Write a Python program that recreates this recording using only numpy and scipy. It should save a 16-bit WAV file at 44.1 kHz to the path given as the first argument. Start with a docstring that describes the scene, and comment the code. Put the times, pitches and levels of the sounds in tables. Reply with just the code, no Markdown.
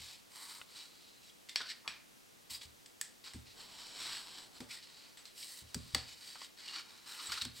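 """Cardstock is folded by hand on a paper-covered craft mat in a small room.
Fingers slide on the card with a friction hiss, its edges scuff, and its flap springs up with a snap.
A bone folder knocks as it is picked up, rubs along the crease and is put down; the card is turned
over and folded again. Presses ring the table's low modes as soft thumps, over steady room air."""
import sys
import numpy as np
from scipy import signal
from scipy.fft import rfft, irfft, next_fast_len
from scipy.io import wavfile
from scipy.ndimage import map_coordinates

SR = 44100
rng = np.random.default_rng(int(sys.argv[2]) if len(sys.argv) > 2 else 0)


def transcribe(signal):
    """Save signal, clipped to [-1, 1], as a 16-bit WAV file at the path in sys.argv[1]."""
    frames = np.atleast_2d(signal).T
    limited = np.clip(frames, -1, 1)
    pcm = np.round(limited * 32767).astype(np.int16)
    wavfile.write(sys.argv[1], SR, pcm)


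N = 335160

# card and finger moves: peak_s, rise_s, fall_s, level_db, body_re_level_db, fizz_re_level_db, pocket_hz
CARD_SLIDES = [(0, 0.13, 0.215, -51, -15.5, -6.5, 740), (0.478, .18, 0.17, -52.5, -6.5, -2, 1000),
               (.795, 0.135, 0.11, -56.5, -11, -7.5, 1300), (1.05, 0.38, 0.17, -63.5, -15, -16, 1200),
               (1.28, 0.08, 0.033, -61, -22, -10, 1180), (2.51, 0.014, 0.08, -46.5, -15.5, -2, 1280),
               (2.62, 0.012, 0.05, -51.5, -16, -9, 1000), (3.245, 0.0071, 0.092, -50.5, -13, -12.5, 1200),
               (3.495, 0.044, 0.062, -57.5, -20, -17, 1200), (4.719, 0.035, 0.09, -50.5, -10.5, -7.5, 1790),
               (4.99, 0.27, 0.2, -58.5, -12, -24, 1200), (5.4, 0.055, 0.16, -52.5, -18, 0, 1390),
               (5.57, 0.096, 0.07, -55.5, -17, 1, 1410), (5.9, 0.3, 0.29, -58.5, -12, -8.5, 1210),
               (6.12, 0.057, 0.035, -53, -22, -12, 1600), (6.32, 0.17, 0.057, -51.5, -15, -7.5, 1408),
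               (6.445, 0.081, 0.029, -50, -17, -10.5, 1210), (6.61, 0.045, 0.08, -52.5, -13, -17, 1350),
               (6.775, 0.14, 0.055, -45.5, -10, -17, 1350), (6.88, 0.044, 0.27, -59, -8, -12, 1260),
               (7.08, 0.025, 0.4, -51, -6, -5.5, 1300), (7.36, 0.15, 0.16, -51.5, -13.5, -10.5, 1360),
               (7.6, 0.069, .1, -52, -17, -5, 1200)]
# edge catches: centre_s, hiss_db, sigma_s, tone_db, tone_hz
EDGE_SCUFFS = [(0.81, -55, 0.013, -66, 4100), (1.3, -77, 0.0036, -59.5, 3200),
               (1.618, -44, 0.0044, -45.5, 3380), (1.666, -53, 0.0068, -53, 4600),
               (1.706, -42.5, 0.014, -52, 1870), (1.865, -83, 0.014, -56.5, 1120),
               (2.552, -55, 0.0041, -44, 4800), (3.278, -55, 0.007, -57, 1260),
               (4.714, -49, 0.0073, -51.5, 2230), (4.838, -53, 0.0092, -74, 4420),
               (5.432, -45, 0.0034, -52, 4500), (6.684, -45, 0.0046, -49, 2870),
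               (6.761, -42, .003, -48.5, 1410), (7.203, -48, 0.011, -52.5, 1230),
               (7.271, -51, 0.0075, -46, 7850), (7.299, -46, 0.0053, -45.5, 1250),
               (7.326, -50, 0.0054, -45, 1450), (7.382, -41, 0.0049, -47, 1270),
               (7.418, -41.5, 0.0044, -42.5, 4070)]
# card snaps: start_s, level_db, low_knock_db, high_crack_db, after_ring_db, resonance_hz
CARD_SNAPS = [(1.487, -38, -23, -14, 5.5, 2060), (1.493, -30, -28, -11, -3, 3580),
              (1.603, -32, -0.5, -33, 0.5, 1460), (2.613, -35, -23, -24, -9, 3350),
              (2.860, -40.5, -29, -5.5, -3, 7800), (3.335, -38, -11.5, -5.5, 1.5, 8360),
              (4.604, -35.5, -8, -7.5, 0, 816), (5.172, -42, -13.5, -6.5, 7, 8000),
              (5.254, -36.5, -20, -9.5, 2.5, 4160), (5.7445, -26, -11.5, -1.5, -9, 4720),
              (6.355, -38.5, -1.5, -19, -5.5, 1260), (6.416, -33, -6, -23, -14, 1070),
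              (7.319, -23.5, -17, -12, 4, 1400), (7.419, -23, -20, -10, -3.5, 4380),
              (7.451, -28, -14, -5.5, -14, 8270)]
# resonances of the card on the mat: centre_hz, width_hz, gain_db
CARD_MODES = [(3044, 81, 4.5), (3930, 115, 0), (4300, 72, -5), (5530, 64, 6), (7820, 99, -9)]
# folder stroke along the crease: time_s, friction_db
FOLDER_STROKE = [(3.55, -64.5), (3.612, -51), (3.682, -58), (3.824, -51), (3.946, -53.5), (4.004, -44.5),
                 (4.162, -43), (4.25, -54.5), (4.396, -51.5), (4.47, -59.5), (4.504, -72), (4.57, -55)]
# folder knocks: the columns of CARD_SNAPS, then favoured_mode_hz, modes_re_level_db
FOLDER_KNOCKS = [(1.5586, -14, -20, -17, -3.5, 4420, 5500, -31),
                 (1.877, -22.5, -12.5, -20, -0.5, 2480, 2440, -25),
                 (3.0128, -26, -13, 2, -7, 1800, 7900, -28), (5.947, -12, -16, -11, -6.5, 4500, 1700, -42)]
# modes of the folder and of a fingertip tap: pitch_hz, level_db
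FOLDER_MODES = [(1700, -2), (2440, -4), (3355, -2), (4430, -17), (5500, -1.5), (7900, -1.5), (10700, -14)]
TAP_MODES = [(1437, -46), (2046, -47), (2620, -45), (2900, -43.5), (3600, -47)]
# presses and blows on the table, after a low bump at the very start: start_s, peak_db, push_centre_hz
TABLE_THUMPS = [(.002, -56.5, 85), (1.605, -58, 402), (1.882, -58.5, 222), (2.51, -56, 144),
                (2.653, -56.5, 84), (3.346, -41.5, 152), (4.604, -42.5, 340), (5.621, -53, 78.5),
                (5.754, -36.5, 200), (5.938, -39.5, 107), (5.949, -38.5, 610), (7.289, -55, 120),
                (7.421, -51, 125), (7.456, -44.5, 177)]
# table top modes: pitch_hz, level_db, t60_s
TABLE_MODES = [(79, -1, 0.23), (100, -4, 0.07), (119.6, -1.5, 0.19), (165, -5, 0.12), (248, 2, 0.072),
               (312, -0.5, 0.048), (489.5, -10, 0.083), (770, -7, 0.05)]
# spectra of card friction, folder friction, impacts and room air: freq_hz, gain_db
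RUB_SPECTRUM = [(120, -51), (300, -7), (620, -15), (880, -3), (1280, -5.5), (1950, -2), (3000, -1.5),
                (4600, 5.5), (5500, -2), (6400, -8.5), (8200, -5.5), (9800, -19), (15800, -26)]
CREASE_SPECTRUM = [(100, -14), (250, -7), (550, -12.5), (900, -4.5), (2600, -4.5), (4600, 2.5), (5500, -4),
                   (6300, -12.5), (7900, -1.5), (9600, -16.5), (15800, -23.5)]
IMPACT_SPECTRUM = [(70, -60), (220, -19.5), (750, -9), (1700, -1), (2500, -1), (3500, 2.5), (4700, 4),
                   (6400, -5.5), (7400, 0), (7850, 1.5), (8600, -1), (10000, -14), (15800, -16)]
AIR_SPECTRUM = [(25, -10.5), (100, -3.5), (260, 0.5), (800, -6), (1900, -9), (4300, -10), (8000, -13.5),
                (15800, -20.5)]
# room decay: freq_hz, t60_s
ROOM_DECAY = [(100, 0.51), (2500, 0.42), (8000, 0.27), (15000, 0.14)]
# left-right likeness of friction, room tail and room air: freq_hz, correlation
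RUB_CORRELATION = [(60, 0.91), (300, 0.39), (1200, 0.89), (3000, 0.97)]
TAIL_CORRELATION = [(100, 1), (300, -0.84), (900, 0.88)]
AIR_CORRELATION = [(300, -0.61), (1650, -0.37), (5000, 0.71), (15000, 1)]

SCENE_S, HIT_S = np.arange(N) / SR, np.arange(SR // 2) / SR  # time axes


def card_slides(pocket_width_hz=1700, comb_db=4.5, comb_fade_hz=4200):
    """Flat card rubs with a hollow body, tuned by the air pocket under it; a lifted edge fizzes."""
    rub = friction(RUB_SPECTRUM, catches_per_s=450, catch_db=-8, ring_db=-8, judder_db=1.43)
    body, hiss, fizz = map(unit_rms, split(rub, 1800, 9130))
    out = np.zeros((2, N))
    for peak_s, rise_s, fall_s, level_db, body_db, fizz_db, pocket_hz in CARD_SLIDES:
        envelope = amp(level_db) * swell(peak_s, rise_s, fall_s)
        on = envelope > 0
        pocket = lambda hz: 1 + amp(0.5) * resonance(hz, pocket_hz, pocket_width_hz)
        hollow = unit_rms(filtered(body[:, on], pocket))
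        tilt_db_per_oct = 0.06 * (fizz_db + 9)  # a lighter touch hisses thinner
        tilt = lambda hz: amp(tilt_db_per_oct * np.log2(hz / pocket_hz + 1))
        thinned = unit_rms(filtered(hiss[:, on], tilt))
        slide = thinned + amp(body_db) * hollow + amp(fizz_db) * fizz[:, on]
        overtones = lambda hz: np.cos(2 * np.pi * (hz / pocket_hz - 0.1))
        comb = lambda hz: amp(comb_db * amp(body_db) * overtones(hz) * np.exp(-(hz / comb_fade_hz) ** 2))
        out[:, on] += envelope[on] * filtered(slide, comb)
    return amp(-1.52) * out


def edge_scuffs():
    """A catching edge drives one resonance with a brief swell of friction: low rasps, high squeaks."""
    rub = friction(RUB_SPECTRUM, catches_per_s=1000, catch_db=-2.5, ring_db=-4, judder_db=0.5)
    hiss = unit_rms(filtered(rub, lambda hz: hz > 2100))
    out = np.zeros((2, N))
    for centre_s, hiss_db, sigma_s, tone_db, tone_hz in EDGE_SCUFFS:
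        on = np.abs(SCENE_S - centre_s) < 4 * sigma_s
        tone = unit_rms(filtered(rub[:, on], lambda hz: resonance(hz, tone_hz, width_hz=420)))
        envelope = np.exp(-((SCENE_S[on] - centre_s) / sigma_s) ** 2 / 2)
        out[:, on] += envelope * (amp(hiss_db) * hiss[:, on] + amp(tone_db) * tone)
    return out


def card_snaps():
    """The card snaps: the brighter the crack, the shorter the burst."""
    out = np.zeros((2, N))
    for start_s, level_db, knock_db, crack_db, ring_db, ring_hz in CARD_SNAPS:
        t60_s = 0.02 * 2 ** (-crack_db / 20)
        add(out, start_s, amp(level_db) * impact(knock_db, crack_db, ring_db, ring_hz, t60_s))
    return out


def flap_chirp(pitch_hz=4070, pulse_hz=20, level_db=-62):
    """A faint, high tone pulses unevenly while the flap rises."""
    envelope = amp(level_db) * swell(peak_s=1.23, rise_s=0.98, fall_s=0.099)
    pulses = np.maximum(np.sin(2 * np.pi * pulse_hz * SCENE_S + wobble(pulse_hz)), 0)
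    return envelope * pulses * np.sin(2 * np.pi * pitch_hz * SCENE_S)


def folder_stroke():
    """The folder glides along the crease, pressing it down; the mat's drone swells less than the hiss."""
    rub = friction(CREASE_SPECTRUM, catches_per_s=700, catch_db=-6, ring_db=0, judder_db=0.55)
    drone, hiss, fizz = split(rub, 930, 14500)
    time_s, level_db = np.transpose(FOLDER_STROKE)
    gate = np.interp(SCENE_S, [time_s[0] - 0.015, time_s[0], time_s[-1], time_s[-1] + 0.04], [0, 1, 1, 0])
    friction_db = np.interp(SCENE_S, time_s, level_db)
    drone_db = -63.5 + 0.38 * (friction_db + 51)
    return gate * (amp(friction_db) * unit_rms(hiss + fizz) + amp(drone_db) * unit_rms(drone))


def folder_knocks(favour_db=8):
    """The hard folder knocks and rings on; each blow favours one mode."""
    out = np.zeros((2, N))
    for start_s, level_db, *colour, mode_hz, modes_db in FOLDER_KNOCKS:
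        modes = [(hz, db + favour_db * resonance(hz, mode_hz, mode_hz / 5)) for hz, db in FOLDER_MODES]
        knock = impact(*colour, burst_t60_s=0.014) + amp(modes_db) * ringing(modes, t60_s=0.16)
        add(out, start_s, amp(level_db) * knock)
    return out


def finger_tap(start_s=0.615):
    """A fingertip gives one dry, woody tap."""
    out = np.zeros(N)
    add(out, start_s, ringing(TAP_MODES, t60_s=0.026))
    return out


def table_thumps(attack_s=0.0052):
    """A soft push rings the table's lowest modes, a hard one the higher; the mat adds a dead thud."""
    out = np.zeros(N)
    thud_floor_hz = TABLE_MODES[1][0]
    for start_s, peak_db, centre_hz in TABLE_THUMPS:
        push = lambda hz: amp(-5 * np.log2((hz + 1) / centre_hz) ** 2)
        mode_gains = amp(rng.normal(0, 1.5, len(TABLE_MODES)))
        ring = sum(gain * push(hz) * ringing([(hz, db)], t60_s)
                   for gain, (hz, db, t60_s) in zip(mode_gains, TABLE_MODES))
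        thud = filtered(rng.standard_normal(len(HIT_S)), lambda hz: push(hz) ** 2 * (hz > thud_floor_hz))
        thud *= decay(t60_s=0.11)
        blow = (unit_rms(ring) + amp(-11) * unit_rms(thud)) * (1 - np.exp(-HIT_S / attack_s))
        add(out, start_s, amp(peak_db) * blow / np.abs(blow).max())
    return out


def room_tail(attack_s=0.00039):
    """The small room's impulse response; the treble dies first."""
    hz, time_s, spectra = signal.stft(rng.standard_normal((2, SR // 2)), SR, nperseg=256)
    spectra = spectra * amp(-60 * time_s / along(ROOM_DECAY, hz)[:, None])
    tail = stereo(signal.istft(spectra, SR, nperseg=256)[1], TAIL_CORRELATION)
    tail *= 1 - np.exp(-np.arange(tail.shape[1]) / SR / attack_s)
    return tail / np.linalg.norm(tail[0])


def room_air(level_db=-61):
    """Steady room air and faint hiss."""
    air = filtered(rng.standard_normal((2, N)), lambda hz: amp(along(AIR_SPECTRUM, hz)))
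    return amp(level_db) * unit_rms(stereo(air, AIR_CORRELATION))


def friction(spectrum, catches_per_s, catch_db, ring_db, judder_db):
    """Paper fibres catch and let go: a dense hiss with single catches, ringing in the card."""
    catches = (rng.random((2, N)) < catches_per_s / SR) * rng.standard_normal((2, N))
    flutter = amp(judder_db * (0.88 * wobble(45) + wobble(220)))
    force = (rng.standard_normal((2, N)) + amp(catch_db) * unit_rms(catches)) * flutter
    card = lambda hz: sum(amp(db) * resonance(hz, centre, width) for centre, width, db in CARD_MODES)
    rub = filtered(force, lambda hz: amp(along(spectrum, hz)) * (1 + amp(ring_db) * card(hz)))
    return stereo(wandering(rub), RUB_CORRELATION)


def wandering(rub, depth_db=1.7):
    """The card's colour shifts as the contact travels: gain patches, narrow in pitch and slow in time."""
    spectra = signal.stft(rub, nperseg=512)[2]
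    patch = np.outer(np.hanning(5), np.hanning(60))
    field = signal.fftconvolve(rng.standard_normal(spectra.shape[1:]), patch, 'same')
    return signal.istft(spectra * amp(depth_db * unit_rms(field)))[1][:, :N]


def swell(peak_s, rise_s, fall_s, speed_exponent=0.84):
    """A hand speeds up and slows in one arc; friction amplitude follows a power of its speed."""
    ramp = np.interp(SCENE_S, [peak_s - rise_s, peak_s, peak_s + fall_s], [0, 1, 0])
    return np.sin(np.pi / 2 * ramp) ** speed_exponent


def impact(knock_db, crack_db, ring_db, ring_hz, burst_t60_s):
    """A burst, then a diffuse after-ring of card and room; the contact point favours one resonance."""
    favour = lambda hz: 1 + 2 * resonance(hz, ring_hz, width_hz=220)
    colour = minimum_phase(lambda hz: amp(along(IMPACT_SPECTRUM, hz)) * favour(hz))[None]
    bands = lambda x: split(signal.fftconvolve(x, colour, axes=1)[:, :len(HIT_S)], 1620, 6270)
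    burst = rng.standard_normal(len(HIT_S)) * decay(burst_t60_s) * (1 - np.exp(-HIT_S / 0.00015))
    out = np.zeros((2, len(HIT_S)))
    for band_db, hit, ring in zip([knock_db, -5, crack_db], bands(burst[None]), bands(room_tail())):
        out += amp(band_db) * (hit / np.linalg.norm(hit) + amp(ring_db) * ring / np.linalg.norm(ring[0]))
    return amp(13.5) * out


def ringing(modes, t60_s):
    """A struck object's modes as decaying sines."""
    return decay(t60_s) * sum(amp(db) * np.sin(2 * np.pi * hz * HIT_S) for hz, db in modes)


def decay(t60_s):
    return amp(-60 * HIT_S / t60_s)


def resonance(hz, centre_hz, width_hz):
    return 1 / (1 + (2 * (hz - centre_hz) / width_hz) ** 2)


def amp(db):
    return 10 ** (np.asarray(db) / 20)


def unit_rms(x):
    return x / np.sqrt(np.mean(x ** 2) + 1e-20)


def along(points, hz):
    """Interpolate (freq_hz, value) points on a log axis."""
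    freq_hz, values = np.transpose(points)
    return np.interp(np.log(hz + 1), np.log(freq_hz + 1), values)


def wobble(rate_hz):
    """Smooth random curve."""
    knots = rng.standard_normal(int(N * rate_hz / SR) + 4)
    return map_coordinates(knots, [SCENE_S * rate_hz])


def filtered(x, response):
    """Zero-phase filter with gain response(hz)."""
    length = x.shape[-1]
    size = next_fast_len(length + 8192)
    return irfft(rfft(x, size) * response(np.fft.rfftfreq(size, 1 / SR)), size)[..., :length]


def minimum_phase(response, size=2048):
    """Causal impulse response with gain response(hz)."""
    cepstrum = irfft(np.log(response(np.fft.rfftfreq(size, 1 / SR))))
    cepstrum[1:size // 2] *= 2
    cepstrum[size // 2 + 1:] = 0
    return irfft(np.exp(rfft(cepstrum)))


def split(x, low_hz, high_hz):
    """Low, middle and high bands."""
    bands = [(low_hz, 'lowpass'), ([low_hz, high_hz], 'bandpass'), (high_hz, 'highpass')]
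    return [signal.sosfilt(signal.butter(5, hz, kind, fs=SR, output='sos'), x) for hz, kind in bands]


def stereo(pair, correlation):
    """Mix two unrelated signals to left and right with a given correlation."""
    angle = lambda hz: np.arccos(np.clip(along(correlation, hz), -1, 1)) / 2
    mid, side = filtered(pair, lambda hz: np.array([np.cos(angle(hz)), np.sin(angle(hz))]))
    return np.array([mid + side, mid - side])


def add(track, start_s, sound):
    start = round(start_s * SR)
    track[..., start:start + sound.shape[-1]] += sound[..., :N - start]


def scene():
    """Card, folder and table close by, with a little reverb, over room air."""
    thumps, scuffs, slides = table_thumps(), edge_scuffs(), card_slides()
    direct = slides + scuffs + thumps + folder_stroke() + card_snaps()
    direct += folder_knocks() + finger_tap() + flap_chirp()
    send = amp(-9.5) * scuffs[0] + amp(-10) * slides[0] + amp(-8) * thumps
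    reverb = signal.fftconvolve(send[None], room_tail(), axes=1)[:, :N]
    return direct + reverb + room_air()


def record(dry):
    """Brick-wall low-pass at 16 kHz."""
    return filtered(dry, lambda hz: hz < 16000)


dry = scene()
out = record(dry)
transcribe(out)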